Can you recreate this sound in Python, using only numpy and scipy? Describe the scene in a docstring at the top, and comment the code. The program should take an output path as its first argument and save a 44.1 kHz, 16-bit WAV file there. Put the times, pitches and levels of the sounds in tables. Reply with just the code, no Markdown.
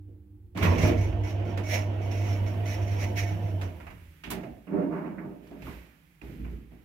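"""Leaving a small steel lift

The door motor hums while the sliding panels roll open, shudder and rattle.
Then a hand pushes the hinged landing door: its catch clacks, the hinge sticks and slips so that it
groans through the metal door, and there are dull steps and knocks out in the stairwell."""
import sys
import numpy as np
from scipy import signal
from scipy.fft import rfft, irfft
from scipy.io import wavfile
from scipy.ndimage import uniform_filter1d

SR = 44100
rng = np.random.default_rng(int(sys.argv[2]) if len(sys.argv) > 2 else 0)


def bounce(signal):
    """Save signal as a 16-bit WAV file at the path given by the first command-line argument."""
    frames = np.transpose(np.atleast_2d(signal))
    limited = np.clip(frames, -1, 1)
    pcm = np.round(limited * 32767).astype(np.int16)
    wavfile.write(sys.argv[1], SR, pcm)


N = 301862
TIME = np.arange(N) / SR
FREQ = np.fft.rfftfreq(N, 1 / SR)
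RUN_DOWN_DB_PER_S = 175  # how fast the machinery falls silent

# How alike left and right sound (1 is the same, 0 unrelated): pitch_hz, likeness
STEREO_LIKENESS = [(40, 0.99), (110, 0.95), (200, 0.77), (380, 0.71), (700, 0), (1300, 0), (15000, 0)]
# Pitches at which the rollers and the frame ring: pitch_hz, width_hz, boost_db
FRAME_RESONANCES = [(636, 22, 8), (691, 24, 7), (860, 22, 5), (971, 16, 7), (1088, 18, 4), (1800, 16, 4)]
# Pitches at which the metal door rings: pitch_hz, width_hz, boost_db
DOOR_RESONANCES = [(165, 10, 4), (193, 12, 10), (237, 10, 7), (281, 12, 9), (311, 14, 8), (340, 12, 5),
                   (392, 12, 10), (418, 10, 4), (614, 16, 9), (700, 14, 7), (867, 20, 6), (930, 20, 6),
                   (2810, 30, 12)]


def amp(db):
    """Turns decibels into a factor to multiply by."""
    return 10 ** (np.asarray(db) / 20)


def steadied(x, span_s):
    """Holds the average level near 1 over span_s, keeping faster detail."""
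    power = uniform_filter1d(np.mean(np.atleast_2d(x), 0) ** 2, max(int(span_s * SR), 8))
    power = uniform_filter1d(power, max(int(span_s * SR / 2), 8))
    return x / np.sqrt(np.abs(power) + 1e-12)


def at_pitch(rows, hz):
    """Looks up a table by pitch, on a logarithmic scale."""
    pitches, values = np.transpose(rows)
    return np.interp(np.log(hz + 1), np.log(pitches + 1), values)


def curve(rows):
    """Joins (time, value) points with straight lines."""
    return np.interp(TIME, *np.transpose(rows))


def wander(hz):
    """A random drift of typical size 1, changing up to about hz times a second."""
    drift = irfft(rfft(rng.standard_normal(N)) * np.exp(-(FREQ / hz) ** 2), N)
    return drift / np.sqrt(np.mean(drift ** 2) + 1e-20)


def noise():
    """Separate white noise for left and right."""
    return rng.standard_normal((2, N))


def impacts(per_s, spread_db):
    """Tiny blows at random times; spread_db makes their sizes uneven."""
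    hits = rng.random(N) < per_s / SR
    sizes = amp(spread_db * np.minimum(rng.exponential(1, N), 4))
    return hits * sizes * rng.choice([-1, 1], N)


def blend_sides(pair, hz):
    """Makes two unrelated signals alike at low pitches."""
    left, other = pair
    likeness = np.clip(at_pitch(STEREO_LIKENESS, hz), -1, 1)
    return np.array([left, likeness * left + np.sqrt(1 - likeness ** 2) * other])


def colour(pair, tone, resonances=()):
    """Gives a stereo signal an object's tone and ringing pitches, at an average level of 1."""
    gain = amp(at_pitch(tone, FREQ))
    for hz, width_hz, boost_db in resonances:
        gain *= 1 + (amp(boost_db) - 1) / (1 + (2 * (FREQ - hz) / width_hz) ** 2)
    out = irfft(blend_sides(rfft(pair) * gain, FREQ), N)
    return out / np.sqrt(np.mean(out.mean(0) ** 2) + 1e-20)


def ring(drive, ring_s, direct, count=4):
    """Echoes in sheet metal and walls, 60 dB down after ring_s, changing as the doors move."""
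    tails = rng.standard_normal((count, 2, SR)) * amp(-60 * TIME[:SR] / ring_s)
    tails /= np.linalg.norm(tails, axis=2, keepdims=True)
    turn = np.arange(N) // 1500 % count  # the echo patterns take turns
    echoes = sum(signal.fftconvolve((drive * (turn == k))[None], tails[k], axes=1) for k in range(count))
    return direct * drive + echoes[:, :N]


def swell(start_s, rise_s, length_s, fall_db_per_s):
    """A level that starts 19 dB down, climbs to 1, holds until length_s is over, then fades."""
    t = TIME - start_s
    on = (t >= 0) & (t < length_s + 80 / fall_db_per_s)
    rise_db = -19 * np.maximum(1 - t / rise_s, 0)
    fall_db = -fall_db_per_s * np.maximum(t - length_s, 0)
    gain = np.zeros(N)
    gain[on] = amp(rise_db[on] + fall_db[on])
    return gain


def swells(events, fall_db_per_s):
    """The combined level of several swells: start_s, rise_s, length_s, level_db."""
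    return np.sqrt(sum((amp(db) * swell(*timing, fall_db_per_s)) ** 2 for *timing, db in events))


def idling():
    """1 while the lift's machinery is live, fading once the doors have stopped."""
    return amp(-RUN_DOWN_DB_PER_S * np.maximum(TIME - 4.07, 0))


def door_speed():
    """How fast the panels slide: 0 at rest, 1 at full speed."""
    # The panels' travel: time_s, share_of_full_speed
    speeds = [(.55, 0.58), (1.1, 0.87), (1.6, 0.99), (2.3, 1), (3.3, 0.84), (3.65, 0.66), (3.8, 0.26),
              (4.02, 0)]
    return np.interp(TIME, *np.transpose(speeds), left=0, right=0)


def air():
    """Faint hiss in the lift, and the wider hush of the stairwell."""
    # Tone of the air in each space: pitch_hz, gain_db
    car_tone = [(290, -13.5), (500, -40.5), (805, -6), (986, -17.5), (2060, -19), (6000, -31.5),
                (15800, -21.5)]
    stairwell_tone = [(30, -10), (60, 2), (110, -12), (160, 4), (210, -17.5), (300, -10), (480, -29),
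                      (900, -27), (1500, -22), (2200, -17), (2900, -22.5), (4200, -32), (8500, -35.5),
                      (12500, -29), (15500, -32)]
    # Stairwell sound let in as the doors part: time_s, level_db
    opening = [(1.2, -91), (2.2, -52.5), (3.3, -53.5), (4.2, -57.5), (4.6, -61), (5.8, -65.5), (6.1, -61.5),
               (6.84, -68)]
    hiss = colour(noise(), car_tone) * amp(-79)
    hush = colour(noise(), stairwell_tone) * amp(curve(opening) + 0.4 * wander(2.2))
    return hiss + hush


def steps():
    """Weight shifts on the lift floor and the landing, with soft scuffing."""
    # Steps on the way out: start_s, rise_s, length_s, footfall_db, scuff_db
    footfalls = [(4.24, 0.047, .14, -48, -65), (4.47, .02, .04, -45, -75), (4.6, 0.11, .95, -59.5, -73),
                 (5.41, 0.025, 0.25, -63, -66.5), (5.574, 0.087, .14, -41, -53),
                 (6.216, 0.027, .12, -40.5, -60), (6.367, 0.037, 0.1, -36, -66),
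                 (6.478, .03, 0.065, -39, -66.5), (6.684, .03, 0.2, -55.5, -70)]
    # Tone of a footfall and of a scuff: pitch_hz, gain_db
    step_tone = [(20, -19.5), (40, -17), (60, -3), (85, -15), (140, -13), (300, -15), (480, -28.5),
                 (1000, -72)]
    scuff_tone = [(290, -26), (500, 3), (630, -2.5), (817, -6), (2350, -0.5), (4120, -15), (9120, -22.5),
                  (13700, -13), (15800, -25)]
    weight = swells([(*timing, db) for *timing, db, _ in footfalls], fall_db_per_s=94)
    scuff = swells([(*timing, db) for *timing, _, db in footfalls], fall_db_per_s=62.5)
    thump = steadied(colour(noise(), step_tone, resonances=[(57.7, 2.8, 13.7)]), 0.24)
    return thump * weight + colour(noise(), scuff_tone) * scuff


def knocks():
    """Each blow thuds the door, clanks the frame and clicks the catch, leaving a tail in the shaft."""
    # Blows on the doors and their catches: start_s, thud_db, clank_db, click_db
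    blows = [(.553, -33, -56, -63), (0.573, -31, -38, -45.5), (0.625, -26, -34, -43),
             (0.637, -45, -32, -43.5), (.822, -50, -42, -42), (.848, -52, -35, -52), (1.126, -40, -50, -75),
             (1.574, -37, -39.5, -48), (2.538, -41.5, -54, -64), (3.028, -63, -53, -52),
             (3.613, -42, -43, -50), (3.800, -54, -48.5, -65), (3.867, -73, -45.5, -64.5),
             (3.903, -50, -52.5, -63.5), (4.237, -46, -56, -52), (4.266, -38, -56, -62.5),
             (4.302, -37.5, -43, -45), (4.312, -33.5, -37.5, -42.5), (4.354, -32.5, -48.5, -64),
             (4.432, -37.5, -49, -65), (4.672, -59, -53.5, -92), (5.062, -35, -52.5, -88),
             (5.240, -35.5, -67, -92), (5.470, -48, -64, -67), (5.510, -57, -67, -72),
             (5.62, -46, -55, -60), (5.666, -40, -52, -71), (6.216, -42, -56.5, -65),
             (6.446, -48, -52, -73), (6.716, -49, -70, -86)]
    # Tone of the door, the frame and the catch: pitch_hz, gain_db
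    thud_tone = [(30, -26), (60, -14), (110, 3), (170, 3.5), (310, 0), (430, -5.5), (560, -11), (800, -7),
                 (1500, -51)]
    clank_tone = [(250, -46), (550, -0.5), (900, 1.5), (1400, 0.5), (2300, 1), (2900, -4), (3600, -43),
                  (7000, -64)]
    click_tone = [(1500, -4.5), (3200, 10), (4500, 5), (6500, 0.5), (8500, -5.5), (12500, -3.5),
                  (15500, -6)]
    starts_s, thud_db, clank_db, click_db = np.transpose(blows)

    def struck(levels_db, tone, resonances, rise_s, ring_s, tail_db, tail_s):
        """One part's answer to all the blows: a quick ring and a weaker, longer tail."""
        power = np.zeros(N)
        for start_s, db in zip(starts_s, levels_db):
            start = round(start_s * SR)
            t = TIME[:min(N - start, SR)]
            attack = 1 - np.exp(-t / rise_s)
            decay = amp(-60 * t / ring_s) ** 2 + amp(tail_db - 60 * t / tail_s) ** 2
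            power[start:start + len(t)] += (amp(db) * attack) ** 2 * decay
        return steadied(colour(noise(), tone, resonances), 0.12) * np.sqrt(power)

    thud = struck(thud_db, thud_tone, DOOR_RESONANCES, rise_s=.008, ring_s=.35, tail_db=-14, tail_s=1)
    clank = struck(clank_db, clank_tone, FRAME_RESONANCES,
                   rise_s=.0012, ring_s=.16, tail_db=-9, tail_s=.55)
    click = struck(click_db, click_tone, (), rise_s=.0004, ring_s=.17, tail_db=-17, tail_s=.55)
    return thud + clank + click


def hinge():
    """The stiff hinge sticks and slips in a few groans, and the metal door booms with it."""
    # How fast the hinge slips: time_s, slips_per_s
    slip_rate = [(4.65, 86), (4.73, 101.5), (4.76, 102.5), (4.81, 99), (4.86, 90), (4.91, 72), (4.97, 71),
                 (5.08, 80.7), (5.3, 59.5), (5.65, 56.3)]
    # Groans as the hinge binds: start_s, rise_s, length_s, boom_db, rasp_db
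    groans = [(4.67, 0.072, 0.16, -27, -48.5), (4.899, 0.028, 0.077, -36, -44.5),
              (5.035, 0.011, 0.025, -41, -49.5), (5.172, .008, 0.075, -41, -55.5),
              (5.496, 0.022, 0.058, -45, -63.5)]
    # Tone of the metal door: pitch_hz, gain_db
    door_tone = [(50, -30), (115, -14), (160, 7.5), (200, 3.5), (330, 1.5), (420, -2), (490, -3.5),
                 (630, -5.5), (800, -15), (1400, -23.5), (2200, -31), (2850, -43), (3200, -56.5),
                 (8000, -65)]
    uneven = np.interp(TIME, [4.82, 4.95], [.03, .18])  # the slips lose rhythm as the door speeds up
    slip_count = np.cumsum(curve(slip_rate) * (1 + uneven * wander(70))) / SR
    slips = np.abs(np.diff(np.floor(slip_count), prepend=0)) * amp(2 * wander(88))
    rub = .02 * rng.standard_normal(N)
    door = colour(ring(slips + rub, ring_s=.55, direct=.25), door_tone, DOOR_RESONANCES)
    boom = signal.sosfiltfilt(signal.butter(4, 850, fs=SR, output="sos"), door)
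    rasp = door - boom
    boom_level = swells([(*timing, db) for *timing, db, _ in groans], fall_db_per_s=65)
    rasp_level = swells([(*timing, db) for *timing, _, db in groans], fall_db_per_s=106)
    return steadied(boom, 0.047) * boom_level + steadied(rasp, 0.035) * rasp_level


def drive_arm():
    """The arm clatters as it takes hold of the sliding panels."""
    # Tone of the arm: pitch_hz, gain_db
    tone = [(400, -14), (580, 5), (750, -25), (1000, -3.5), (1300, 0.5), (1900, -2.5), (2400, 2),
            (3200, -10), (5000, -19.5), (9000, -32)]
    # Pitches at which it rings: pitch_hz, width_hz, boost_db
    resonances = [(632, 18, 12), (860, 18, 8), (971, 16, 11), (1088, 18, 9), (1888, 20, 8), (1960, 20, 8),
                  (2345, 22, 10), (2552, 20, 7)]
    # Its tugs on the panels: start_s, length_s, level_db
    tugs = [(0.556, 0.063, -43.5), (0.615, 0.042, -33), (0.712, .025, -41.5), (.81, .025, -45),
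            (0.88, 0.018, -41)]
    touches = ring(impacts(per_s=300, spread_db=1), ring_s=0.24, direct=0.44, count=2)
    level = swells([(start, 0.012, length, db) for start, length, db in tugs], fall_db_per_s=147)
    return steadied(colour(touches, tone, resonances), 0.065) * level


def chinks():
    """Struck panels and latch parts each ring at a cluster of close pitches; low ones wake slower."""
    # Blows on single steel parts: start_s, pitch_hz, width_hz, level_db, ring_s
    strikes = [(.630, 12800, 1400, -48, 0.21), (.668, 993, 150, -34.5, 0.63), (.826, 2270, 200, -37, 0.38),
               (.848, 620, 34, -32, 0.59), (1.068, 56, 6.9, -30, 0.97), (1.722, 613, 17, -37, 0.45),
               (1.728, 2160, 76, -50, 0.46), (3.166, 2000, 480, -53, 0.35), (3.175, 1826, 24, -42.5, 0.4),
               (3.31, 166, 11, -37, 0.74), (4.236, 2280, 1300, -44.5, 0.37), (4.304, 11500, 5600, -38, .14),
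               (4.428, 632, 130, -45.5, 0.54), (5.182, 1780, 570, -45.5, 0.18),
               (5.510, 586.7, 240, -49, .2), (5.621, 2530, 550, -55, 0.12), (5.667, 1090, 490, -48, 0.24),
               (6.215, 2460, 300, -44.5, 0.017)]
    t = TIME[:SR // 2]
    pitches = np.fft.rfftfreq(len(t), 1 / SR)
    out = np.zeros((2, N))
    for start_s, hz, width_hz, db, ring_s in strikes:
        band = np.exp(-((pitches - hz) / width_hz) ** 2)
        cluster = irfft(rfft(rng.standard_normal((2, len(t)))) * band, len(t))
        envelope = amp(-60 * t / ring_s) * (1 - np.exp(-t * hz))
        sound = blend_sides(cluster, hz) * envelope
        sound *= amp(db) * np.linalg.norm(envelope) / np.linalg.norm(sound.mean(0))
        start = round(start_s * SR)
        out[:, start:start + len(t)] += sound[:, :N - start]
    return out


def rattle():
    """Loose steel fittings chatter in bursts; in between they tremble with the door's speed."""
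    # Tone of the fittings: pitch_hz, gain_db
    tone = [(900, -19), (1500, -3.5), (2000, 2.5), (2400, 0.5), (2900, -3.5), (3600, -9), (5100, -12),
            (5500, -3), (6150, -4), (6900, -16), (8800, -24), (10500, -17), (15500, -19.5)]
    # Pitches at which they ring: pitch_hz, width_hz, boost_db
    resonances = [(1938, 14, 9), (2026, 14, 10), (2072, 14, 8), (2115, 14, 10), (2225, 18, 13),
                  (2347, 16, 8), (2495, 14, 8), (2552, 14, 7), (2770, 14, 11), (4120, 20, 6),
                  (5466, 14, 11), (5534, 18, 4), (6092, 20, 6), (6172, 22, 8), (6765, 22, 7)]
    # Bursts of chatter: start_s, rise_s, length_s, relative_level_db
    bursts = [(.565, .025, .2, -56), (.622, .012, 0.016, -47), (.77, 0.015, .11, -46),
              (.955, 0.022, 0.093, -54.5), (1.23, 0.0081, 0.077, -56.5), (1.447, .005, 0.057, -64),
              (1.635, 0.11, 0.11, -38.5), (2.012, 0.0046, 0.055, -61), (2.105, .01, 0.25, -56),
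              (2.456, 0.0071, 0.028, -56), (2.65, .012, 0.094, -51), (2.812, 0.0055, 0.02, -58),
              (2.865, 0.012, 0.12, -58), (2.97, 0.044, 0.07, -47.5), (3.155, 0.02, 0.045, -42.5),
              (3.255, .01, 0.043, -54), (3.41, .02, 0.086, -67.5), (3.61, 0.018, 0.034, -62)]
    touches = ring(impacts(per_s=700, spread_db=2.5), ring_s=0.16, direct=0.36, count=6)
    shaking = np.hypot(swells(bursts, fall_db_per_s=219), amp(-76.5) * door_speed())
    return steadied(colour(touches, tone, resonances), 0.04) * shaking * amp(7)


def sliding_doors():
    """Rollers bump along the track, drumming the panels as the car shakes; speed and jolts add level."""
    # Tone of the lift car, the panels and the rollers: pitch_hz, gain_db
    car_tone = [(15, -54), (30, 13), (45, 5.5), (62, 12), (80, 21), (110, 9.5), (200, -59)]
    panel_tone = [(70, -43), (125, 2.5), (200, 1), (330, 3), (470, -4), (600, -11), (1000, -48)]
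    roller_tone = [(300, -45), (500, 3), (680, 0.5), (850, -4), (1250, -13.5), (2200, -13.5), (3000, -13.5),
                   (4000, -29.5), (7000, -39), (9000, -52), (15000, -41)]
    # Pitches at which the panels ring: pitch_hz, width_hz, boost_db
    panel_resonances = [(163, 12, 8), (191, 10, 5), (239, 12, 7), (312, 16, 7), (355, 14, 8), (418, 12, 4),
                        (468, 12, 7)]
    # Jolts of the door gear: start_s, length_s, car_db, panel_db, roller_db
    jolts = [(0.061, 0.053, -63, -57, -78.5), (0.589, 0.26, -31, -29.5, -38.5),
             (0.81, 0.089, -33, -25.5, -36), (0.936, 0.16, -32, -42.5, -61),
             (1.441, 0.021, -49, -35.5, -58), (1.712, 0.018, -55, -48, -35), (2.745, 0.034, -38, -62, -48),
             (2.995, 0.038, -39, -41, -42.5), (3.115, 0.028, -57, -41, -55)]
    starts_s, lengths_s, car_db, panel_db, roller_db = np.transpose(jolts)
    rises_s = np.full(len(jolts), 0.026)
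    car_jolts = swells(zip(starts_s, rises_s, lengths_s, car_db), fall_db_per_s=41)
    panel_jolts = swells(zip(starts_s, rises_s, lengths_s, panel_db), fall_db_per_s=111)
    roller_jolts = swells(zip(starts_s, rises_s, lengths_s, roller_db), fall_db_per_s=111)

    speed = door_speed()
    car_level = np.hypot(car_jolts, np.hypot(amp(-44.5) * speed ** 0.32, amp(-51.5) * idling()))
    panel_level = np.hypot(panel_jolts, amp(-42.5) * speed ** 1.24 + amp(-67) * idling())
    roller_level = np.hypot(roller_jolts, amp(-44.5) * speed ** 1.15)

    bumps = impacts(per_s=1100, spread_db=0)
    shudder = steadied(colour(noise(), car_tone), 0.064)
    drumming = ring(bumps, ring_s=0.25, direct=0.3)
    panels = steadied(colour(drumming, panel_tone, panel_resonances), 0.17)
    rolling = ring(bumps, ring_s=0.22, direct=0.29, count=5)
    rollers = steadied(colour(rolling, roller_tone, FRAME_RESONANCES), 0.057)
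    return shudder * car_level + panels * panel_level + rollers * roller_level


def motor():
    """The door motor's electric hum throbs at the start, follows the load and sags as it stops."""
    # The motor's note: time_s, pitch_hz
    pitch = [(0, 97), (.5, 98.8), (.7, 91.3), (.9, 99.47), (3.45, 100.4), (3.62, 96.6), (3.72, 87.86),
             (4.2, 80.7)]
    # Overtones and gear tones under load: multiple_of_pitch, relative_level_db
    overtones = [(2.002, -41), (3, -22), (4, -34), (4.68, -30.5), (6.9, -24)]
    # How the load sets the strength of the hum: time_s, level_db
    load = [(.65, -24), (1.05, -26.5), (1.6, -30), (2.25, -28.5), (2.31, -24.5), (2.37, -27.5), (3.0, -28),
            (3.63, -31)]
    # Faint tones of the waiting lift: pitch_hz, level_db
    waiting_tones = [(64.6, -85), (199.2, -73), (301.5, -61.5), (355.3, -74)]
    cycles = np.cumsum(curve(pitch) * (1 + 0.0073 * wander(7.04))) / SR
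    engaged = np.interp(TIME, [.55, 1], [0, 1])  # gear tones fade in, waiting tones fade out
    gears = sum(amp(db + 3.5 * wander(4.3)) * np.sin(2 * np.pi * multiple * cycles + 0.73 * wander(8.57))
                for multiple, db in overtones)
    hum = np.sin(2 * np.pi * cycles) + engaged * gears

    crest_s, period_s, depth, settle_s = .695, .175, 0.62, 0.98
    settling = np.exp(-np.maximum(TIME - crest_s, 0) / settle_s)
    throb = 1 - depth * settling * np.sin(np.pi * (TIME - crest_s) / period_s) ** 2
    running = swell(start_s=.555, rise_s=0.041, length_s=3.11, fall_db_per_s=RUN_DOWN_DB_PER_S)
    driving = running * amp(curve(load) + 2 * wander(11.4)) * throb
    resting = idling() * amp(-55.5 + 11 * wander(3))  # a weak hum before and just after the run
    waiting = sum(amp(db + 4.2 * wander(6.4)) * np.sin(2 * np.pi * hz * TIME)
                  for hz, db in waiting_tones)
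    return np.sqrt(2) * (hum * np.hypot(driving, resting) + waiting * (1 - engaged))


def scene():
    """The lift doors, the landing door, the steps and the air, added together in stereo."""
    lift_doors = motor() + sliding_doors() + rattle() + drive_arm() + chinks()
    return lift_doors + knocks() + hinge() + steps() + air()


def record(dry):
    """Leans the sound to the right and trims the deepest bass and the highest treble."""
    # Balance between the sides: pitch_hz, left_minus_right_db
    balance = [(60, -2.5), (99, -2.5), (160, -3.0), (270, -4.0), (450, -3.0), (740, -3.5), (1220, -4.5),
               (2010, -9.5), (3330, -9.5), (5500, -0.5), (9080, -4.5), (15000, -8.5)]
    bass_edge_hz, treble_edge_hz = 36.0, 15850
    lean_db = at_pitch(balance, FREQ)
    sides = amp(np.array([lean_db, -lean_db]) / 2)
    sides /= np.sqrt(np.mean(sides ** 2, 0))
    low_cut = FREQ ** 3 / np.sqrt(FREQ ** 6 + bass_edge_hz ** 6)
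    high_cut = signal.firwin(511, treble_edge_hz, window=("kaiser", 9), fs=SR)
    heard = irfft(rfft(dry) * low_cut * sides, N)
    return signal.oaconvolve(heard, high_cut[None], "same")


dry = scene()
out = record(dry)
bounce(out)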